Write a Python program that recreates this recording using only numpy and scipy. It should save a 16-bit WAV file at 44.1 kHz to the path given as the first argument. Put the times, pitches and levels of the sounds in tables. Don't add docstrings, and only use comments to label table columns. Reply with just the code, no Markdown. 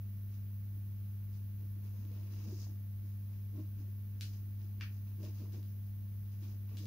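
import sys
import numpy as np
from scipy import signal
from scipy.fft import rfft, irfft, next_fast_len
from scipy.io import wavfile
from scipy.ndimage import uniform_filter1d

SR = 44100
rng = np.random.default_rng(int(sys.argv[2]) if len(sys.argv) > 2 else 0)


def materialize(psi):
    bounded = np.clip(np.atleast_2d(psi).T, -1, 1)
    quanta = np.round(bounded * 32767).astype(np.int16)
    wavfile.write(sys.argv[1], SR, quanta)


def gain_from_db(level_db):
    decades = np.asarray(level_db, float) / 20
    return 10 ** decades


N = 302526
SIZE = next_fast_len(N + SR)
HZ = np.arange(SIZE // 2 + 1) * SR / SIZE
TIME = np.arange(N) / SR


def shape_db(table):
    hz, db = np.transpose(table)
    return np.interp(np.log(HZ + 1), np.log(hz), db)


def modes_db(modes):
    power = 1e-9
    for hz, width_hz, db in modes:
        detune = (HZ - hz) / (width_hz / 2)
        power = power + gain_from_db(db) ** 2 / (1 + detune ** 2) ** 2
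    return 10 * np.log10(power)


def colour(x, gain_db):
    cepstrum = irfft(gain_db * np.log(10) / 20, SIZE)
    cepstrum[1:SIZE // 2] *= 2
    cepstrum[SIZE // 2 + 1:] = 0
    return irfft(rfft(x, SIZE) * np.exp(rfft(cepstrum)), SIZE)[..., :N]


def unit(x):
    return x / np.sqrt(np.mean(x ** 2))


def walk(rate_hz):
    hold = int(SR / rate_hz)
    steps = np.repeat(rng.standard_normal(N // hold + 1), hold)
    slewed = uniform_filter1d(uniform_filter1d(steps, hold), hold)
    return 0.71 * slewed[:N]


HUM_HZ = 100.125
HUM_SAG_DB = -0.45
# multiple, left_db, right_db, phase_rad, wobble_db
HUM_PARTIALS = [
    (1, -41.75, -42.4, .62, .03),
    (2, -60.5, -58, -3.03, .6),
    (3, -75.5, -82, -.75, 1.5),
    (4, -86, -86, .3, 2.2),
]


def hum():
    out = np.zeros((2, N))
    for multiple, left_db, right_db, phase_rad, wobble_db in HUM_PARTIALS:
        angle = 2 * np.pi * round(multiple) * HUM_HZ * TIME + phase_rad
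        tone = np.sqrt(2) * np.cos(angle) * gain_from_db(wobble_db * walk(1.52))
        out += gain_from_db(np.array([[left_db], [right_db]])) * tone
    return out * gain_from_db(HUM_SAG_DB * (TIME / TIME[-1] - 0.5))


WHINE_HZ = 15069
# offset_in_hum_multiples, level_db
WHINE_LINES = [
    (-2, -90.5),
    (-1, -85),
    (0, -75.5),
    (1, -83.5),
]


def whine():
    drift = 2 * np.pi * np.cumsum(3.4 * walk(2.1)) / SR
    side_phase = np.array([[0.9], [-0.9]])
    out = np.zeros((2, N))
    for offset, db in WHINE_LINES:
        phase = 2 * np.pi * (WHINE_HZ + round(offset) * HUM_HZ) * TIME + drift
        fade = gain_from_db(db + 3.0 * walk(1.4))
        out += fade * np.sqrt(2) * np.cos(phase + side_phase)
    return out


# freq_hz, density_db_per_hz
RUMBLE_MID = [(20, -94.5), (32, -99.5), (41, -89.5), (49, -78), (70, -78.5), (120, -83), (170, -86.5),
              (250, -91), (330, -99), (420, -104), (600, -112), (1000, -122), (2000, -140)]
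# freq_hz, relative_to_mid_db
RUMBLE_DIFFERENCE = [(30, -7.5), (100, -5.5), (300, -1), (600, -2)]
# freq_hz, density_db_per_hz
HISS_COLOUR = [(260, -33), (450, -8), (1000, -9.5), (1740, -10), (4440, -16), (6340, -16.5), (7300, -25),
               (8410, -26), (11700, -5.5), (14450, -5.5), (14700, -1.5), (15050, 1.5), (15300, -2.5),
               (15700, -2.5)]
# freq_hz, left_minus_right_db
HISS_BALANCE = [(60, -15.5), (110, 11), (200, -2), (380, 0), (700, 1), (1290, 0), (2380, 1), (4400, -1),
                (8120, 3), (15000, -1.5)]
HISS_DB = -61.0


def air():
    white = rng.standard_normal((4, N)) * np.sqrt(SR / 2)
    rumble_db, hiss_db = shape_db(RUMBLE_MID), shape_db(HISS_COLOUR)
    half_lean_db = shape_db(HISS_BALANCE) / 2
    mid = colour(white[0], rumble_db)
    side = colour(white[1], rumble_db + shape_db(RUMBLE_DIFFERENCE))
    hiss_left = colour(white[2], hiss_db + half_lean_db)
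    hiss_right = colour(white[3], hiss_db - half_lean_db)
    hiss = unit(np.array([hiss_left, hiss_right])) * gain_from_db(HISS_DB)
    return np.array([mid + side, mid - side]) + hiss


def effort(rows, rest_db, rise_db_s, fall_db_s):
    power = gain_from_db(np.array(rest_db))[:, None] ** 2 + np.zeros(N)
    for start_s, held_s, *db in rows:
        early_s = np.maximum(start_s - TIME, 0)
        late_s = np.maximum(TIME - start_s - held_s, 0)
        shape = gain_from_db(-rise_db_s * early_s - fall_db_s * late_s)
        power = power + (gain_from_db(np.array(db))[:, None] * shape) ** 2
    return np.sqrt(power)


def slips(rate_hz, spread_db, channels):
    grain = gain_from_db(spread_db * walk(rate_hz))
    return grain * rng.standard_normal((channels, N))


def spread(pair, likeness, lean_db):
    c = np.clip(likeness, 0, 1)
    mid = pair[0] * np.sqrt((1 + c) / 2)
    side = pair[1] * np.sqrt((1 - c) / 2)
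    return np.array([(mid + side) * gain_from_db(lean_db / 2), (mid - side) * gain_from_db(-lean_db / 2)])


# start_s, held_s, skin_db, rib_db
PUSH_EVENTS = [(.202, .005, -69, -84), (.774, .005, -67, -83), (1.404, .01, -69, -85),
               (1.602, 0.018, -62.5, -77), (1.77, .005, -61.5, -77), (1.846, .01, -63.5, -72),
               (1.94, .02, -69, -72), (2.0, .07, -60, -75), (2.115, 0.16, -64.5, -70.5),
               (2.31, 0.19, -61, -73), (2.465, 0.046, -54, -67), (2.575, .04, -64, -68),
               (2.689, .005, -57, -72), (3.046, .01, -65, -86), (3.553, 0.043, -52, -64.5),
               (3.775, 0.077, -61.5, -74.5), (4.17, 0.054, -67, -75), (4.31, 0.0046, -64, -90),
               (4.436, .03, -66, -90), (4.648, 0.025, -63.5, -84), (4.79, .03, -65, -78),
               (5.072, 0.0075, -64, -88), (5.205, 0.073, -54.5, -64.5), (5.412, .04, -57.5, -64),
               (5.535, 0.043, -56.5, -67), (5.86, .01, -71, -81), (6.424, 0.095, -61, -72.5),
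               (6.72, 0.091, -60, -68), (6.84, .02, -54.5, -62)]
PUSH_RISE_DB_S, PUSH_FALL_DB_S = 643, 220
# start_s, held_s, scratch_db, swish_db
STROKE_EVENTS = [(.33, .03, -79, -80.5), (1.336, .04, -91, -82), (1.602, .01, -82, -87),
                 (1.846, 0.036, -76, -80), (1.95, 0.15, -80, -81.5), (2.148, .16, -74, -80),
                 (2.335, 0.12, -70, -72.5), (2.49, 0.12, -75.5, -69), (2.61, 0.028, -73, -66),
                 (3.05, .07, -89, -84), (3.338, 0.022, -79, -83), (3.566, 0.05, -77, -81),
                 (3.79, 0.018, -79, -79.5), (4.23, .06, -83, -71.5), (4.34, 0.017, -77, -73.5),
                 (4.61, 0.033, -77.5, -80), (4.93, .04, -82, -79.5), (5.072, .02, -76, -83),
                 (5.232, 0.046, -70, -71), (5.35, 0.092, -75, -76), (5.54, 0.026, -72, -74),
                 (5.68, .03, -94, -81), (5.86, .01, -89, -85), (6.262, .01, -82, -87),
                 (6.324, 0.022, -79, -79.5), (6.424, 0.093, -73.5, -76), (6.698, .03, -75, -82),
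                 (6.73, .02, -75, -82), (6.795, .07, -86, -70)]
STROKE_RISE_DB_S, STROKE_FALL_DB_S = 344, 178
# skin_db, rib_db, scratch_db, swish_db
HOLD_DB = (-81, -109.5, -91.5, -91)
# freq_hz, width_hz, gain_db
SKIN_MODES = [
    (182, 100, -13.5),
    (236, 140, 0.5),
    (310, 40.5, 7),
    (370, 30, 0),
]
# freq_hz, width_hz, gain_db
RIB_MODES = [
    (451, 29, -1),
    (490, 62, -4),
    (611, 45, -3.5),
    (699, 70, -13),
    (1020, 370, -17.5),
]
# freq_hz, density_db_per_hz
SCRATCH_COLOUR = [(500, -24.5), (750, -1), (1100, -1), (1500, -8), (2200, -7), (2750, -2), (3200, -9),
                  (4200, -8), (5500, -35)]
# freq_hz, density_db_per_hz
SWISH_COLOUR = [(2500, -30), (3700, -15), (4550, -10.5), (4850, -3), (5250, -4.5), (5750, -6), (6700, -5),
                (7300, -18.5), (8300, -23.5), (12000, -23.5)]


def hands():
    push, rib = effort(PUSH_EVENTS, HOLD_DB[:2], PUSH_RISE_DB_S, PUSH_FALL_DB_S)
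    finger, cloth = effort(STROKE_EVENTS, HOLD_DB[2:], STROKE_RISE_DB_S, STROKE_FALL_DB_S)
    skin = unit(colour(slips(60, 2.7, channels=2), modes_db(SKIN_MODES))) * push * gain_from_db(-1.5)
    ribs = unit(colour(slips(60, 3.4, channels=2), modes_db(RIB_MODES))) * rib * gain_from_db(-3.0)
    scratch = unit(colour(slips(300, 3.5, channels=2), shape_db(SCRATCH_COLOUR))) * finger * gain_from_db(1.0)
    swish = unit(colour(slips(300, 2.7, channels=2), shape_db(SWISH_COLOUR))) * cloth * gain_from_db(4.0)
    drumming = spread(skin, 0.81, -0.92) + spread(ribs, 0.72, 0.4)
    rubbing = spread(scratch, 0.089, 0.82) + spread(swish, 0.04, 2.1)
    return drumming + rubbing


ROOM_T60_S, ROOM_BUILD_S = 0.23, 0.0091


def room():
    t = TIME[:SR // 2]
    envelope = (1 - np.exp(-t / ROOM_BUILD_S)) * gain_from_db(-60 * t / ROOM_T60_S)
    tail = rng.standard_normal((2, len(t))) * envelope
    return tail / np.sqrt(np.sum(tail ** 2, axis=1, keepdims=True))


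# start_s, peak_db, bounce_db, room_db
BRIGHT_BLOWS = [(1.3299, -60, 3, 3.5), (2.0503, -56, 2, -8), (2.1164, -58, 2, 2), (4.21, -29.5, -12, -3),
                (4.334, -54, 0, -6), (4.6149, -65, 11, -1.5), (5.2006, -62, 5, -11), (5.2313, -52.5, 1, 3),
                (5.249, -58, 15, -8), (5.3854, -54, -2, 2.5), (5.5235, -52.5, -2, 2.5),
                (5.629, -53.5, 1, -1.5), (6.4238, -59, 1, 10), (6.6922, -66, -1.5, -3),
                (6.7705, -40.5, 0, 0), (6.7856, -49, 3, -14), (6.834, -49, -4, -10), (6.855, -45.5, 4, -6)]
# start_s, peak_db, bounce_db, room_db
DULL_BLOWS = [
    (4.8015, -54, -17, -10),
    (4.8101, -36, 0, 0),
]
# start_s, peak_db, room_db
THUD_BLOWS = [
    (2.669, -53, -10),
]
# freq_hz, gain_db
BRIGHT_COLOUR = [(600, -41), (1200, -20), (1500, -6), (2000, -9), (2500, -2.5), (3600, -0.5), (4500, -0.5),
                 (5600, -3.5), (7200, -10), (8500, -14.5), (11500, -10), (15000, -15.5)]
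# freq_hz, gain_db
DULL_COLOUR = [(600, -37), (950, -12.5), (1450, -1.5), (1840, 2), (2050, -5), (2350, 2.5), (2900, -0.5),
               (3900, -11), (4800, -5), (5300, -11), (6100, -11.5), (7200, -27), (9000, -33), (15000, -44)]
BOUNCE_S = 0.00178
THUD_HZ, THUD_T60_S = 780, 0.0088


def tap_voice(table):
    click = np.zeros(N)
    click[0] = 1
    voice = colour(click, shape_db(table))[:SR // 20]
    return -voice / np.abs(voice).max()


def taps():
    dull, bright = tap_voice(DULL_COLOUR), tap_voice(BRIGHT_COLOUR)
    t = TIME[:len(dull)]
    thud = np.sin(2 * np.pi * THUD_HZ * t) * gain_from_db(-60 * t / THUD_T60_S)
    blows = [(s, gain_from_db(db) * thud, -9, room_db) for s, db, room_db in THUD_BLOWS]
    for voice, rows in ((bright, BRIGHT_BLOWS), (dull, DULL_BLOWS)):
        blows += [(s, gain_from_db(db) * voice, bounce_db, room_db) for s, db, bounce_db, room_db in rows]
    lag = int(BOUNCE_S * SR)
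    direct_lean = gain_from_db(np.array([[1.9], [-1.9]]))
    room_lean_db = np.array([[0.9], [-0.9]])
    out = np.zeros((2, N + SR))
    for start_s, voice, bounce_db, room_db in blows:
        i = int(start_s * SR)
        tail = signal.fftconvolve(voice[None], room(), axes=1)
        out[:, i:i + len(voice)] += voice * direct_lean
        out[:, i + lag:i + lag + len(voice)] += gain_from_db(bounce_db) * voice
        out[:, i:i + tail.shape[1]] += tail * gain_from_db(room_db + 8.5 + room_lean_db)
    return out[:, :N]


# start_s, peak_db, pitch_hz, swell_ms
KNOCK_EVENTS = [(1.985, -53, 220, 8.3), (2.11, -60, 486, 8), (2.474, -40.5, 215, 5.4),
                (2.471, -50, 332, 6.2), (2.522, -43, 363, 7.4), (2.571, -58, 320, 7),
                (3.548, -53, 288.4, 11), (3.574, -42.5, 307, 9.3), (3.575, -61, 610, 12),
                (3.635, -57, 294, 8), (3.789, -55, 280, 8.8), (3.875, -61.5, 370, 7.5),
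                (5.205, -68, 282, 8), (5.232, -53, 586, 6.7), (5.238, -44, 347, 2.7),
                (5.273, -49.5, 345, 5.9), (5.411, -48, 224, 10), (5.436, -51, 370, 5.5),
                (5.54, -54, 306, 9.7), (5.57, -57, 322, 9), (6.441, -47.5, 227, 4.5), (6.742, -53, 225, 11),
                (6.80, -51, 308, 14), (6.835, -47, 215, 7.8), (6.84, -59, 310, 14)]


def knocks():
    t = TIME[:SR // 5]
    out = np.zeros(N + SR)
    for start_s, db, pitch_hz, swell_ms in KNOCK_EVENTS:
        i = int(start_s * SR)
        rise = t / (max(swell_ms, 2) / 1000)
        envelope = rise * np.exp(1 - rise)
        out[i:i + len(t)] += gain_from_db(db - 3.5) * envelope * np.sin(2 * np.pi * pitch_hz * t)
    return out[:N] * gain_from_db(np.array([[-0.6], [0.6]]))


def scene():
    return hum() + whine() + air() + hands() + taps() + knocks()


def roll_off(x):
    return signal.sosfilt(signal.butter(12, 16180, fs=SR, output="sos"), x)


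TOP_HZ = 15728


def record(dry):
    cut = irfft(rfft(dry, SIZE) * (HZ < TOP_HZ), SIZE)[:, :N]
    return roll_off(cut)


dry = scene()
out = record(dry)
materialize(out)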